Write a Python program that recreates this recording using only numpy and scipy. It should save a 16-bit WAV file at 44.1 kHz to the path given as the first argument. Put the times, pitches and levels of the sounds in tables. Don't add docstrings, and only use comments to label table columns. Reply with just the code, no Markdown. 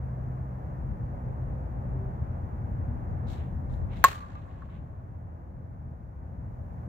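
import sys
import numpy as np
from scipy import signal
from scipy.fft import rfft, irfft, next_fast_len
from scipy.io import wavfile
from scipy.ndimage import uniform_filter1d, minimum_filter1d, map_coordinates

SR = 44100
rng = np.random.default_rng(int(sys.argv[2]) if len(sys.argv) > 2 else 0)


def master_out(mix):
    frames = np.transpose(np.atleast_2d(mix))
    ceiling = np.clip(frames, -1, 1)
    pcm = np.round(ceiling * 32767).astype(np.int16)
    wavfile.write(sys.argv[1], SR, pcm)


N = 303408

# frequency in Hz, coherence between the ports (limited to 0..1 in use).
PORT_COHERENCE = [(35, 0.9), (65, 0.9), (130, 1.34), (290, 0.54), (480, 1), (750, .5), (1400, 0.56),
                  (3100, 0.06), (7000, -0.5)]
# frequency in Hz, phase by which the left port leads in radians.
PORT_LEAD = [(100, 0.5), (380, -0.38), (650, -2), (1250, -3), (1900, -6), (2500, -6), (3400, -8.5)]
# frequency in Hz, left level over right in dB.
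PORT_BALANCE = [(35, 2), (70, 2), (200, 1.5), (700, 0), (2400, 0.5), (6500, 5), (15000, 0.5)]
# frequency in Hz, relative density in dB per Hz.
HISS_SPECTRUM = [(500, -10.5), (3000, 0.5), (5200, -0.5), (6500, 3), (7800, -4), (9200, -6.5), (12000, 1.5),
                 (14000, 1), (16000, -5.5)]

# frequency in Hz, relative density in dB per Hz.
RUMBLE_SPECTRUM = [(20, -27.5), (30, -19.5), (40, -7), (62, 0), (85, -2.5), (120, -4.5), (160, -10.5),
                   (240, -16.5), (320, -26), (600, -50.5), (2000, -110)]
TYRE_SPECTRUM = [(120, -20.5), (300, -0.5), (430, -5), (560, 0.5), (800, -1.5), (1100, -7.5), (1500, -14),
                 (1900, -20), (2400, -29), (3100, -40), (4500, -56), (9000, -91)]
TREAD_SPECTRUM = [(200, -30), (350, -3), (430, -6), (520, 0), (640, -6), (850, -9), (1300, -30),
                  (3000, -70)]
BUSIEST_S, RUMBLE_DB, TYRES_DB = 2.4, -34, -47
THINNING_DB_PER_S = 0.63
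PASS_S, PASS_DB, PASS_WIDTH_S = 1.7, -53, .6

# multiple of the firing rate, relative level in dB.
TRUCK_ORDERS = [(1, -4.5), (2, 0.5), (3, -21.5)]
CAR_ORDERS = [(1, -1.5), (2, -11.5), (3, -22.5)]
EASE_OFF_S, SETTLE_S = 1.95, 0.42
PULL_DB, COAST_DB = -40, -49.5
TRUCK_HZ, CLIMB_HZ_PER_S, SAG_HZ_PER_S = 64.8, .6, .7
CAR_HZ, CAR_NEAREST_S = 84, 4.7
CAR_DB, CAR_FADE_DB_PER_S = -39.5, 1.63

# middle in seconds, pitch in Hz, level in dB,
# time either side to fall to 1/e in seconds.
SURGES = [(2.026, 380, -49.5, .09), (2.92, 236, -45, 0.093), (6.749, 118, -42, .39)]

# middle in seconds, level in dB before the lee of the right port,
# time either side to fall to 1/e in seconds.
PUFFS = [(2.95, -38, .08), (3.12, -34.5, 0.089), (3.292, -36, 0.055), (3.57, -36, .04), (3.73, -31, .05),
         (3.84, -28.5, .055)]
# frequency in Hz, relative density in dB per Hz.
BUFFET_SPECTRUM = [(15, -16), (30, -6.5), (48, 0), (75, -1), (110, -6.5), (170, -15.5), (260, -28),
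                   (500, -50), (1500, -100)]
LEE_DB = -8.5

# frequency in Hz, relative level in dB.
WALL_COLOUR = [(500, -11), (1080, -2.5), (1250, 1), (1550, -1), (2000, -11), (3500, -17), (7000, -24),
               (14000, -45)]
SLOPE_COLOUR = [(500, -6.5), (1100, 2.5), (1700, 3), (3000, 0), (4200, -14), (6500, -8.5), (7600, -4),
                (10000, -12), (16000, -22)]
POST_COLOUR = [(500, -14.5), (1100, -8.5), (2000, -2), (4000, 0), (5000, -7), (7500, -4), (10000, -11),
               (16000, -22)]
FENCE_COLOUR = [(500, -8), (1200, 0.5), (1800, -7), (3200, -2), (4300, -8), (7500, -14.5), (13000, -30)]
BACKSTOP_COLOUR = [(400, -4), (1100, -2.5), (1700, -5.5), (3500, -2.5), (7000, -0.5), (9500, 1),
                   (13000, -3.5)]
DISTANCE_COLOUR = [(500, -6), (1100, 3.5), (1700, 4), (3000, 0.5), (7500, -2), (10000, -9), (16000, -19.5)]
# delay in seconds, level before colouring in dB.
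WALL_ECHOES = [(.58, -38), (.648, -45.5)]
# delay in seconds, level before colouring in dB, pitch of the returned ping in Hz.
FENCE_ECHOES = [(.088, -37, 1183), (.114, -33, 1174), (.165, -36, 1156), (.184, -38, 1160),
                (.208, -40.5, 1195), (0.3133, -37, 1194)]
PING_DB, PING_T60 = -2.5, .16
# frequency in Hz, relative density in dB per Hz.
FIELD_SPECTRUM = [(240, -21.5), (400, -8.5), (700, -4), (1130, -0.5), (1350, -3), (1730, -3), (2300, -9),
                  (4300, -13), (5000, -21), (7500, -19), (9000, -27), (12300, -22.5), (16000, -26)]
# frequency in Hz, time to fall 60 dB in seconds.
FIELD_T60 = [(500, 0.38), (1100, 0.43), (1800, 0.36), (3000, 0.36), (7000, 0.36), (14000, 0.31)]

# peak in seconds, level in dB, time to fall 60 dB in seconds,
# level of the sand kicked up in dB.
SCUFFS = [(3.275, -65, 0.21, -80), (3.3, -56, 0.36, -63.5), (3.711, -69, 0.35, -72),
          (3.932, -67, .3, -80.5), (3.975, -61.5, .3, -73)]
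# peak in seconds, level in dB, time to fall 60 dB in seconds.
RUSTLES = [(3.345, -62, .35), (3.41, -62.5, .42), (3.925, -58, 0.24), (3.943, -63, 0.17),
           (3.976, -58.5, .2), (4.03, -57.5, 0.14), (4.375, -57.5, .22), (4.425, -65, .1),
           (4.512, -62.5, .2), (4.585, -66.5, .3), (4.655, -69, .25), (4.71, -60.5, .17), (4.737, -65, .11),
           (4.765, -62, .24)]
# frequency in Hz, relative density in dB per Hz.
DIRT_SPECTRUM = [(300, -29), (1200, -4.5), (2200, -2.5), (2800, -5.5), (3900, 2.5), (4800, -11),
                 (7500, -15), (9200, -26), (12500, -24.5), (16000, -29)]
SAND_SPECTRUM = [(1500, -20), (3000, -3), (4000, 3), (4800, -7), (7500, -0.5), (9200, -12), (12500, -7),
                 (16000, -16)]
CLOTH_SPECTRUM = [(400, -10.5), (1300, 2.5), (2200, 4.5), (3200, -1.5), (4000, -6.5), (4600, -23),
                  (7500, -24), (10000, -40)]
SAND_FALL_S = .022
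SCUFF_RISE, RUSTLE_RISE = 0.071, 0.15

# frequency in Hz, relative level in dB, time to fall 60 dB in seconds.
BAT_MODES = [(1095.6, -2.5, 0.053), (1105, 5.5, .0062), (1660, 1.47, .0052), (2676, -25, 0.034),
             (3190, -29.5, 0.043), (3852, -28, 0.035), (4135, -15.5, .009), (6560, -20.5, 0.013),
             (7607, -29.5, 0.045), (8900, -20, .003), (13610, -6, 0.0032), (228, -31, 0.018)]
HIT_S = 4.0407

TOP_HZ = 16000


def amp(db):
    return 10 ** (np.asarray(db) / 20)


def unit(x):
    return x / np.sqrt(np.mean(x ** 2) + 1e-20)


def clock():
    return np.arange(N) / SR


def along(points, hz):
    f, v = np.transpose(points)
    return np.interp(np.log(hz + 1), np.log(f + 1), v)


def wobble(rate):
    knots = rng.standard_normal(int(N * rate / SR) + 4)
    return map_coordinates(knots, [clock() * rate])


def filtered(x, response):
    m = next_fast_len(N + SR // 2)
    return irfft(rfft(x, m) * response(np.fft.rfftfreq(m, 1 / SR)), m)[..., :N]


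def rush(spectrum):
    half = np.array([[.5], [-.5]])

    def blend(hz):
        turn = np.arccos(np.clip(along(PORT_COHERENCE, hz), 0, 1)) / 2
        return amp(along(spectrum, hz)) * [np.cos(turn), np.sin(turn)]

    def ports(hz):
        return amp(half * along(PORT_BALANCE, hz)) * np.exp(1j * half * along(PORT_LEAD, hz))

    mid, side = filtered(rng.standard_normal((2, N)), blend)
    return unit(filtered(np.array([mid + side, mid - side]), ports))


def fade(t, t60):
    return np.exp(-np.log(1000) * np.maximum(t, 0) / t60)


def swell(s, rise, t60):
    t = clock() - s
    return np.clip(1 + t / rise, 0, 1) * fade(t, t60)


def puff(s, width):
    return np.exp(-((clock() - s) / width) ** 2)


def arrival(blow, colour, delay, skew):
    lag = delay + skew * np.array([[-.5], [.5]])
    return filtered(blow, lambda hz: amp(along(colour, hz)) * np.exp(-2j * np.pi * hz * lag))


def microphone_hiss():
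    return amp(-79.5) * rush(HISS_SPECTRUM)


def engine(hz, db, orders, drift):
    phase = 2 * np.pi * np.cumsum(hz * (1 + drift * wobble(6))) / SR
    tones = 0
    for k, level in orders:
        wavering = amp(db + level + 2.8 * wobble(5))
        tones = tones + wavering * np.sin(k * phase + rng.uniform(0, 2 * np.pi))
    return np.sqrt(2) * tones


def surges():
    return sum(engine(hz, db, [(1, 0)], drift=.025) * puff(s, width) for s, hz, db, width in SURGES)


def passing():
    return amp(PASS_DB) * rush(TREAD_SPECTRUM) / (1 + ((clock() - PASS_S) / PASS_WIDTH_S) ** 2)


def truck():
    before = np.maximum(EASE_OFF_S - clock(), 0)
    after = np.maximum(clock() - EASE_OFF_S, 0)
    hz = TRUCK_HZ - CLIMB_HZ_PER_S * before - SAG_HZ_PER_S * after
    load = np.exp(-after / SETTLE_S)
    return engine(hz, COAST_DB + (PULL_DB - COAST_DB) * load, TRUCK_ORDERS, drift=.005)


def car():
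    db = CAR_DB - CAR_FADE_DB_PER_S * np.abs(clock() - CAR_NEAREST_S)
    return engine(CAR_HZ, db, CAR_ORDERS, drift=0.0203)


def traffic():
    flow_db = -THINNING_DB_PER_S * np.abs(clock() - BUSIEST_S)
    rumble = amp(RUMBLE_DB + flow_db + 0.81 * wobble(5.0)) * rush(RUMBLE_SPECTRUM)
    tyres = amp(TYRES_DB + flow_db + 0.62 * wobble(4.3)) * rush(TYRE_SPECTRUM)
    return rumble + tyres + truck() + car() + passing() + surges()


def breeze():
    force = sum(amp(db) * puff(s, width) for s, db, width in PUFFS)
    eddies = unit(filtered(rng.standard_normal((2, N)), lambda hz: amp(along(BUFFET_SPECTRUM, hz))))
    return force * amp([[0], [LEE_DB]]) * eddies


def diffuse(blow, rise, t60, clumps_db):
    t = clock()[:SR]
    envelope = np.minimum(t / rise, 1) * fade(t, t60) * amp(clumps_db * wobble(40)[:SR])
    tail = rng.standard_normal((2, SR)) * envelope
    return signal.fftconvolve(blow, tail / np.linalg.norm(tail[0]), axes=1)[:, :N]


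def far_walls(blow):
    walls = sum(amp(db) * arrival(blow, WALL_COLOUR, delay=s, skew=0) for s, db in WALL_ECHOES)
    return walls + diffuse(walls, rise=.003, t60=0.06, clumps_db=4.5)


def turbulent(x, jitter):
    return np.array([map_coordinates(port, [(clock() + jitter * wobble(45)) * SR]) for port in x])


def slopes(blow):
    tail = diffuse(blow, rise=.05, t60=3.2, clumps_db=2.0)
    return turbulent(amp(-34.5) * arrival(tail, SLOPE_COLOUR, delay=0.072, skew=0), jitter=.0003)


def fence():
    returns = 0
    for s, db, hz in FENCE_ECHOES:
        modes = [(hz, PING_DB, PING_T60)] + BAT_MODES[1:]
        ping = bat(modes, level_db=5.5, crack_db=-11, crack_t60=.012, contact=.00008)
        returns = returns + amp(db) * np.pad(ping, ((0, 0), (int(s * SR), 0)))[:, :N]
    return arrival(returns, FENCE_COLOUR, delay=0, skew=0.00048)


def posts(blow, spread, t60, count):
    places, sizes, sides = rng.random((3, count))
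    delays = spread * (np.arange(count) + 1 + places) / count
    taps = np.zeros((2, SR))
    for s, size, side in zip(delays, sizes, sides):
        port_times = s + .0005 * (side - .5) * np.array([-1, 1])
        at = np.clip(port_times * SR, 0, SR - 1).astype(int)
        taps[[0, 1], at] += (.5 + size) * fade(s, t60)
    return arrival(signal.fftconvolve(blow, taps, axes=1)[:, :N], POST_COLOUR, delay=0, skew=0)


def field(near_db, near_t60, scatter_db, late_db, late_t60):
    hz, t, z = signal.stft(rush(FIELD_SPECTRUM), SR, nperseg=256)
    decay = fade(t - HIT_S, along(FIELD_T60, hz)[:, None])
    scatter = signal.istft(z * decay, SR, nperseg=256)[1][:, :N]
    arrived = np.clip((clock() - HIT_S) / 0.0032, 0, 1)
    near = amp(near_db) * swell(HIT_S + 0.0074, 0.0043, near_t60) * rush(FIELD_SPECTRUM)
    far_noise = filtered(rush(FIELD_SPECTRUM), lambda hz: amp(along(DISTANCE_COLOUR, hz)))
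    late = amp(late_db) * swell(HIT_S + .12, .08, late_t60) * far_noise
    return near + amp(2.4 * wobble(160)) * (amp(scatter_db) * arrived * scatter + late)


def grains(per_s, spread_db):
    snaps = (rng.random(N) < per_s / SR) * amp(spread_db * rng.standard_normal(N))
    return unit(signal.fftconvolve(snaps, fade(clock()[:SR // 50], .008))[:N])


def strokes(rows, rise_share, rough_db):
    level = sum(amp(db) * swell(s, rise_share * length, length) for s, db, length in rows)
    return level * amp(rough_db * wobble(250))


def batter():
    crunch = unit(1 + grains(per_s=300, spread_db=4))
    scrapes = [row[:3] for row in SCUFFS]
    shoes = strokes(scrapes, SCUFF_RISE, rough_db=1.35) * crunch * rush(DIRT_SPECTRUM)
    spray = [(s + SAND_FALL_S, sand_db, length) for s, db, length, sand_db in SCUFFS]
    sand = strokes(spray, rise_share=.11, rough_db=0.9) * rush(SAND_SPECTRUM)
    jacket = strokes(RUSTLES, RUSTLE_RISE, rough_db=1.7) * rush(CLOTH_SPECTRUM)
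    return shoes + sand + jacket


def bat(modes, level_db, crack_db, crack_t60, contact):
    t = np.maximum(clock() - HIT_S, 0)
    ring = 0
    for k, (hz, db, t60) in enumerate(modes):
        ring = ring + (-1) ** k * amp(db) * np.sin(2 * np.pi * hz * t) * fade(t, t60)
    crack = amp(crack_db) * rng.standard_normal((1, N)) * fade(t, crack_t60)
    onset = 1 - np.exp(-t / contact)
    return amp(level_db) * (ring + crack) * onset


def scene():
    background = microphone_hiss() + traffic() + breeze()
    blow = bat(BAT_MODES, level_db=6.0, crack_db=-17, crack_t60=.007, contact=.00008)
    slaps = amp(-25) * posts(blow, spread=.36, t60=.55, count=20)
    wash = field(near_db=-18.0, near_t60=0.065, scatter_db=-24.0, late_db=-55.5, late_t60=2.0)
    answers = far_walls(blow) + slopes(blow) + fence() + slaps + wash
    backstop = arrival(blow, BACKSTOP_COLOUR, delay=.00558, skew=.000113)
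    direct = arrival(blow, [(1000, 0)], delay=0, skew=.000062)
    return background + answers + batter() + backstop + direct


def gain_control(x, limit_db, hold, release_db):
    power = np.abs(uniform_filter1d(np.mean(x ** 2, axis=0), size=256))
    excess_db = np.maximum(10 * np.log10(power + 1e-12) - limit_db, 0)
    width = int(hold * SR) // 2 * 2 + 1
    held = -minimum_filter1d(-excess_db, width, origin=width // 2, mode="constant")
    climb = release_db * clock()
    return x * amp(climb - np.maximum.accumulate(held + climb))


def record(dry):
    ducked = gain_control(dry, limit_db=-9.0, hold=2.08, release_db=7.5)
    eased = np.clip(ducked, -.92, .92) * signal.windows.tukey(N, .0005)
    return filtered(eased, lambda hz: 1 / (1 + (hz / TOP_HZ) ** 120))


dry = scene()
out = record(dry)
master_out(out)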